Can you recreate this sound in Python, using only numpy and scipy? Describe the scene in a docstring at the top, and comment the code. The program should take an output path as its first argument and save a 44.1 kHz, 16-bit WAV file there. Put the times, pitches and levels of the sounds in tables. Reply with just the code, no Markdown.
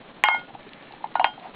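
"""Outdoors, at a small wood-burning camp stove: a metal pot is set into a second pot, heard in mono.
It clanks and rings until seated at 0.34 s, is nudged about, then knocks again and scrapes to rest.
Knocks and cracks are damped sines with noise; wall and singing modes are decaying sines, with echoes.
Behind the pot throughout, shaped noise makes the fire's faint rush, hiss and crackle, with pops and snaps.
At the microphone end, a dull-sounding recorder with a fast limiter flattens the clanks."""
import sys
import numpy as np
from scipy import signal
from scipy.fft import rfft, irfft
from scipy.io import wavfile
from scipy.ndimage import uniform_filter1d

SR = 44100
rng = np.random.default_rng(int(sys.argv[2]) if len(sys.argv) > 2 else 0)


def wav_record(signal):
    """Record a signal, one row per channel, as 16-bit PCM in the file named by sys.argv[1]."""
    frames = np.transpose(np.atleast_2d(signal))
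    bounded = np.clip(frames, -1, 1)
    # unit amplitude maps onto the largest positive 16-bit level
    quanta = np.round(bounded * 32767).astype(np.int16)
    wavfile.write(sys.argv[1], SR, quanta)


N = 68355  # samples, 1.55 s

# All source levels are set ahead of the pot's low cut and the recorder.
# Clanks of pot in pot. Each row: start in seconds, knock level in dB, knock pitch in Hz,
# knock rise in seconds, crack level in dB, crack pitch in Hz, wall level in dB,
# then the levels of the six singing modes in dB.
CLANKS = [(0.2377, 7, 1027, 0.0014, 11, 2334, -11, 2, -14, -4.5, -6, -9, -26.5),
          (.2572, -13, 930, 0.0015, -7.5, 1400, -20.5, -35, -35, -30, -40, -40, -59),
          (.2853, 6.5, 915, 0.00081, 0, 1180, -26, -35, -48, -18, -50, -57.5, -53),
          (.3442, -13.5, 844, 0.0016, -43, 1690, -25, -47.5, -72, -25, -49, -61, -72),
          (1.0405, -16.5, 868, 0.0015, -32.5, 1398, -34, -53.5, -61.5, -49.5, -70.5, -72.5, -100.5),
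          (1.1537, -7.5, 851, 0.00091, -24, 1590, -23, -45.5, -27.5, -40.5, -44.5, -54, -71.5),
          (1.1950, -8, 794, 0.0014, -20, 2400, -25.5, -40, -46, -46.5, -32, -40.5, -59),
          (1.2431, -1, 853, 0.00096, -6.5, 2150, -20.5, -27.5, -30, -31, -29.5, -27, -43.5)]
# Light touches of pot on pot and stove. Each row: start in seconds, level in dB, pitch in Hz.
NUDGES = [(.3122, -11, 902), (.412, -37, 850), (.503, -36.5, 800), (.5488, -28, 792), (.9068, -35.5, 820),
          (.921, -42, 820), (.9355, -34.5, 814), (1.006, -40, 862), (1.0465, -27, 887),
          (1.2002, -11.5, 725), (1.2112, -14, 930), (1.268, -19.5, 800), (1.3765, -32, 774),
          (1.392, -37.5, 790), (1.419, -38, 760), (1.442, -34.5, 756), (1.4555, -39, 800),
          (1.4665, -37, 756), (1.485, -40, 790)]
# Modes of the pot's wall and bottom. Each row: pitch in Hz, level in dB relative to the clank's
# wall level, time to fall by 60 dB in seconds.
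WALL_MODES = [(645, -9, 0.084), (742, -10.5, 0.21), (873, -11.5, 0.14), (929, -6.5, .12),
              (1075, -17.5, 0.072), (1190, -24.5, 0.064), (1782, -14.5, .11), (2517, -17, 0.058),
              (3060, -21, 0.1)]
# Pitches of the six singing modes, in Hz.
SINGING_HZ = [850, 1440.5, 2144, 2864, 3180, 4820]
# Decay of each singing mode. Each row: time to fall by 60 dB hanging free in seconds, then seated.
SINGING_T60 = [(0.13, 0.24), (0.59, 0.24), (0.41, 0.14), (0.12, 0.16), (0.25, .24), (0.29, .26)]
# Spectrum of the grit in a crack. Each row: frequency in Hz, relative density in dB per Hz.
CRACK_SPECTRUM = [(300, -27), (600, -12.5), (1200, -1), (1800, 3), (2400, -2.5), (3100, -4.5), (3600, -23),
                  (4300, -17.5), (5200, -26)]
# Brief sizzle of the wall's many close upper modes, merged.
# Each row: frequency in Hz, relative density in dB per Hz.
SIZZLE_SPECTRUM = [(1500, -16), (2400, -6), (3400, -1.5), (3900, 10.5), (4200, -2.5), (4600, -20.5)]
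# Spectrum of the last scrape. Each row: frequency in Hz, relative density in dB per Hz.
SCRAPE_SPECTRUM = [(300, -17), (600, 0.5), (750, 0.5), (1000, -2.5), (1300, -19), (1800, -17),
                   (2600, -15.5), (4200, -29.5)]
# Rush of the fire. Each row: frequency in Hz, relative density in dB per Hz.
FIRE_SPECTRUM = [(25, -3), (50, -12.5), (90, -10), (130, -0.5), (220, 2.5), (300, 2), (420, -1), (650, -1),
                 (1000, -3.5), (1800, -9), (2600, -11), (3400, -11.5), (4200, -19.5), (5000, -46)]
# Thin hiss from the burning sticks. Each row: frequency in Hz, relative density in dB per Hz.
HISS_SPECTRUM = [(1000, -32.5), (1600, -9.5), (1750, 10.5), (1900, -0.5), (2250, 0), (3000, -6),
                 (4200, -30)]
# Dull pops in the fire. Each row: start in seconds, level in dB, pitch in Hz.
POPS = [(0.664, -38.5, 410), (1.4907, -42, 287)]
# Snaps of the burning sticks. Each row: start in seconds, level in dB.
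SNAPS = [(.394, -39), (.597, -50), (.630, -43), (.691, -40), (0.7332, -33), (.824, -43), (.9225, -37.5),
         (1.072, -45.5), (1.1415, -42.5), (1.397, -40.5)]
# Spectrum of snaps and fine crackle. Each row: frequency in Hz, relative density in dB per Hz.
SNAP_SPECTRUM = [(300, -12.5), (1200, -27.5), (2000, 4.5), (3500, 1.5), (4300, -4), (5200, -23.5)]

# Pot: grit is relative to the crack, sizzle to the wall, thud to the crack
SEATED_S, RING_RISE_S, NUDGE_RISE_S = 0.34, 0.0011, 0.0016
CRACK_CYCLES, GRIT_DB, CRACK_DECAY_S = 0.91, -5, 0.0029  # cycles of its own pitch in a crack's rise
SIZZLE_DB, SIZZLE_DECAY_S = -19, 0.0078
THUD_DB, THUD_HZ, THUD_RISE_S = -18.5, 454, 0.00095
SCRAPE_S, SCRAPE_WIDTH_S, SCRAPE_DB = 1.452, 0.039, -39.5
LOW_CUT_HZ = 641
# Surroundings: the cracks feed the echoes at a lower level than the knocks
ECHO_DB, ECHO_T60_S, ECHO_DELAY_S, CRACK_ECHO_DB = -8, 0.1, 0.004, -7
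# Fire
FIRE_DB, FLICKER_DB = -47.5, 1.79  # flicker is the rms swing of the level
HISS_S, HISS_WIDTH_S, HISS_DB = 0.79, 0.19, -53.5
POP_RISE_S, SNAP_DECAY_S = 0.0039, 0.0016
CRACKLES_PER_S, CRACKLE_DB, CRACKLE_SPREAD_DB = 130, -60, 3
# Recorder
RECORDER_HZ, EDGE_HZ = 4465, 16800
LIMIT_DB, LIMIT_S, LOOKAHEAD_S, CEILING = -16.5, 0.018, 0.0024, 0.66


def pot():
    """Clanks, nudges and a last scrape; a small pot radiates little bass, the stove thuds faintly."""
    knocks, cracks, rings, thuds = np.zeros((4, N))
    for s, knock_db, hz, rise_s, crack_db, crack_hz, wall_db, *mode_db in CLANKS:
        add(knocks, s, knock(knock_db, hz, rise_s))
        add(cracks, s, crack(crack_db, crack_hz))
        add(rings, s, ring(s, wall_db, mode_db))
        add(rings, s, burst(SIZZLE_SPECTRUM, wall_db + SIZZLE_DB, SIZZLE_DECAY_S))
        add(thuds, s, knock(crack_db + THUD_DB, THUD_HZ, THUD_RISE_S))
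    for s, db, hz in NUDGES:
        add(knocks, s, knock(db, hz, NUDGE_RISE_S))
    scrape = swell(SCRAPE_SPECTRUM, SCRAPE_DB, SCRAPE_S, SCRAPE_WIDTH_S)
    echoes = scatter(knocks + amp(CRACK_ECHO_DB) * cracks)
    low_cut = signal.butter(N=11, Wn=LOW_CUT_HZ, btype="high", fs=SR, output="sos")
    # the stove's thud keeps its bass
    return thuds + signal.sosfilt(low_cut, knocks + cracks + echoes + rings + scrape)


def knock(db, hz, rise_s):
    """A heavily damped resonance: a hollow thump when low and slow, a crack when high and quick."""
    t = np.arange(SR // 20) / SR
    envelope = t / rise_s * np.exp(1 - t / rise_s)  # peaks at 1 after rise_s
    return amp(db) * envelope * np.sin(2 * np.pi * hz * t)


def crack(db, hz):
    """Hard contact: a quick damped resonance with a gritty puff of noise."""
    return knock(db, hz, CRACK_CYCLES / hz) + burst(CRACK_SPECTRUM, db + GRIT_DB, CRACK_DECAY_S)


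def ring(s, wall_db, mode_db):
    """The wall rings briefly; the singing modes change their decay once the pot is seated."""
    t = np.arange(SR // 2) / SR
    free = np.minimum(t, max(SEATED_S - s, 0))  # time spent unseated so far
    sound = np.zeros(len(t))
    for hz, db, t60 in WALL_MODES:
        sound += amp(wall_db + db) * fall(t / t60) * np.sin(2 * np.pi * hz * t)
    for db, hz, (free_t60, seated_t60) in zip(mode_db, SINGING_HZ, SINGING_T60):
        decay = fall(free / free_t60 + (t - free) / seated_t60)
        sound += amp(db) * decay * np.sin(2 * np.pi * hz * t)
    return sound * (1 - np.exp(-t / RING_RISE_S))


def scatter(x):
    """Short scattered echoes from the stove, the ground and the undergrowth."""
    t = np.arange(SR // 2) / SR
    signs = rng.choice([-1., 1.], len(t))
    present = (rng.random(len(t)) < 0.1) * (t > ECHO_DELAY_S)  # sparse reflections
    taps = signs * present * fall(t / ECHO_T60_S)
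    return amp(ECHO_DB) * signal.fftconvolve(x, taps / np.linalg.norm(taps))[:N]


def fire():
    """A flickering rush with fine crackle, a passing hiss and a few pops and snaps."""
    flicker = unit(uniform_filter1d(rng.standard_normal(N), size=900))
    out = amp(FIRE_DB + FLICKER_DB * flicker) * noise(FIRE_SPECTRUM, N)
    out += swell(HISS_SPECTRUM, HISS_DB, HISS_S, HISS_WIDTH_S)
    for s, db, hz in POPS:
        add(out, s, knock(db, hz, POP_RISE_S))
    for s, db in SNAPS:
        add(out, s, burst(SNAP_SPECTRUM, db, SNAP_DECAY_S))
    return out + crackle()


def crackle():
    """Sparks at random moments, each a sudden puff of noise that dies away exponentially."""
    struck = rng.random(N) < CRACKLES_PER_S / SR
    excess = np.minimum(rng.exponential(1, N), 4)  # a few sparks are much louder
    sparks = struck * amp(CRACKLE_DB + CRACKLE_SPREAD_DB * excess)
    envelope = signal.lfilter([1], [1, -np.exp(-1 / (SR * SNAP_DECAY_S))], sparks)
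    return noise(SNAP_SPECTRUM, N) * envelope


def burst(points, db, decay_s):
    """A sharp puff of noise that dies away exponentially."""
    t = np.arange(SR // 20) / SR
    shape = np.exp(-t / decay_s)
    return amp(db) * unit(noise(points, len(t)) * shape) * np.sqrt(np.mean(shape ** 2))


def swell(points, db, s, width_s):
    """Noise that rises and fades around time s."""
    t = np.arange(N) / SR
    return amp(db) * noise(points, N) * np.exp(-((t - s) / width_s) ** 2)


def noise(points, size):
    """Noise of rms 1 with the given spectrum, interpolated over log frequency."""
    f, db = np.transpose(points)
    hz = np.fft.rfftfreq(size, 1 / SR)
    gain = amp(np.interp(np.log(hz + 1), np.log(f), db))
    return unit(irfft(rfft(rng.standard_normal(size)) * gain, size))


def fall(periods):
    """Exponential decay, losing 60 dB in each decay time."""
    return np.exp(-np.log(1000) * periods)


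def amp(db):
    """Decibels to gain."""
    return 10 ** (np.asarray(db) / 20)


def unit(x):
    """Scales to rms 1."""
    return x / np.sqrt(np.mean(x ** 2) + 1e-20)


def add(mix, s, sound):
    """Mixes a sound in at time s."""
    part = mix[max(round(s * SR), 0):][:len(sound)]
    part += sound[:len(part)]


def scene():
    """Pot and fire, in mono."""
    return (pot() + fire())[None]


def record(dry):
    """A narrow-band input, a fast limiter, clipping of what still exceeds the ceiling, a band limit."""
    x = signal.sosfilt(signal.butter(N=18, Wn=RECORDER_HZ, fs=SR, output="sos"), dry)
    keep = np.exp(-1 / (SR * LIMIT_S))
    power = signal.lfilter([1 - keep], [1, -keep], x[0] ** 2)
    t = np.arange(N) / SR
    level = np.sqrt(np.interp(t + LOOKAHEAD_S, t, power))  # read slightly ahead
    gain = 1 / np.maximum(level / amp(LIMIT_DB), 1)
    x = x * uniform_filter1d(uniform_filter1d(gain, size=30), size=22)
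    x = np.clip(x, -CEILING, CEILING)
    band_limit = signal.firwin(511, EDGE_HZ, window=("kaiser", 9), fs=SR)
    return signal.oaconvolve(x, band_limit[None], "same")


dry = scene()
out = record(dry)
wav_record(out)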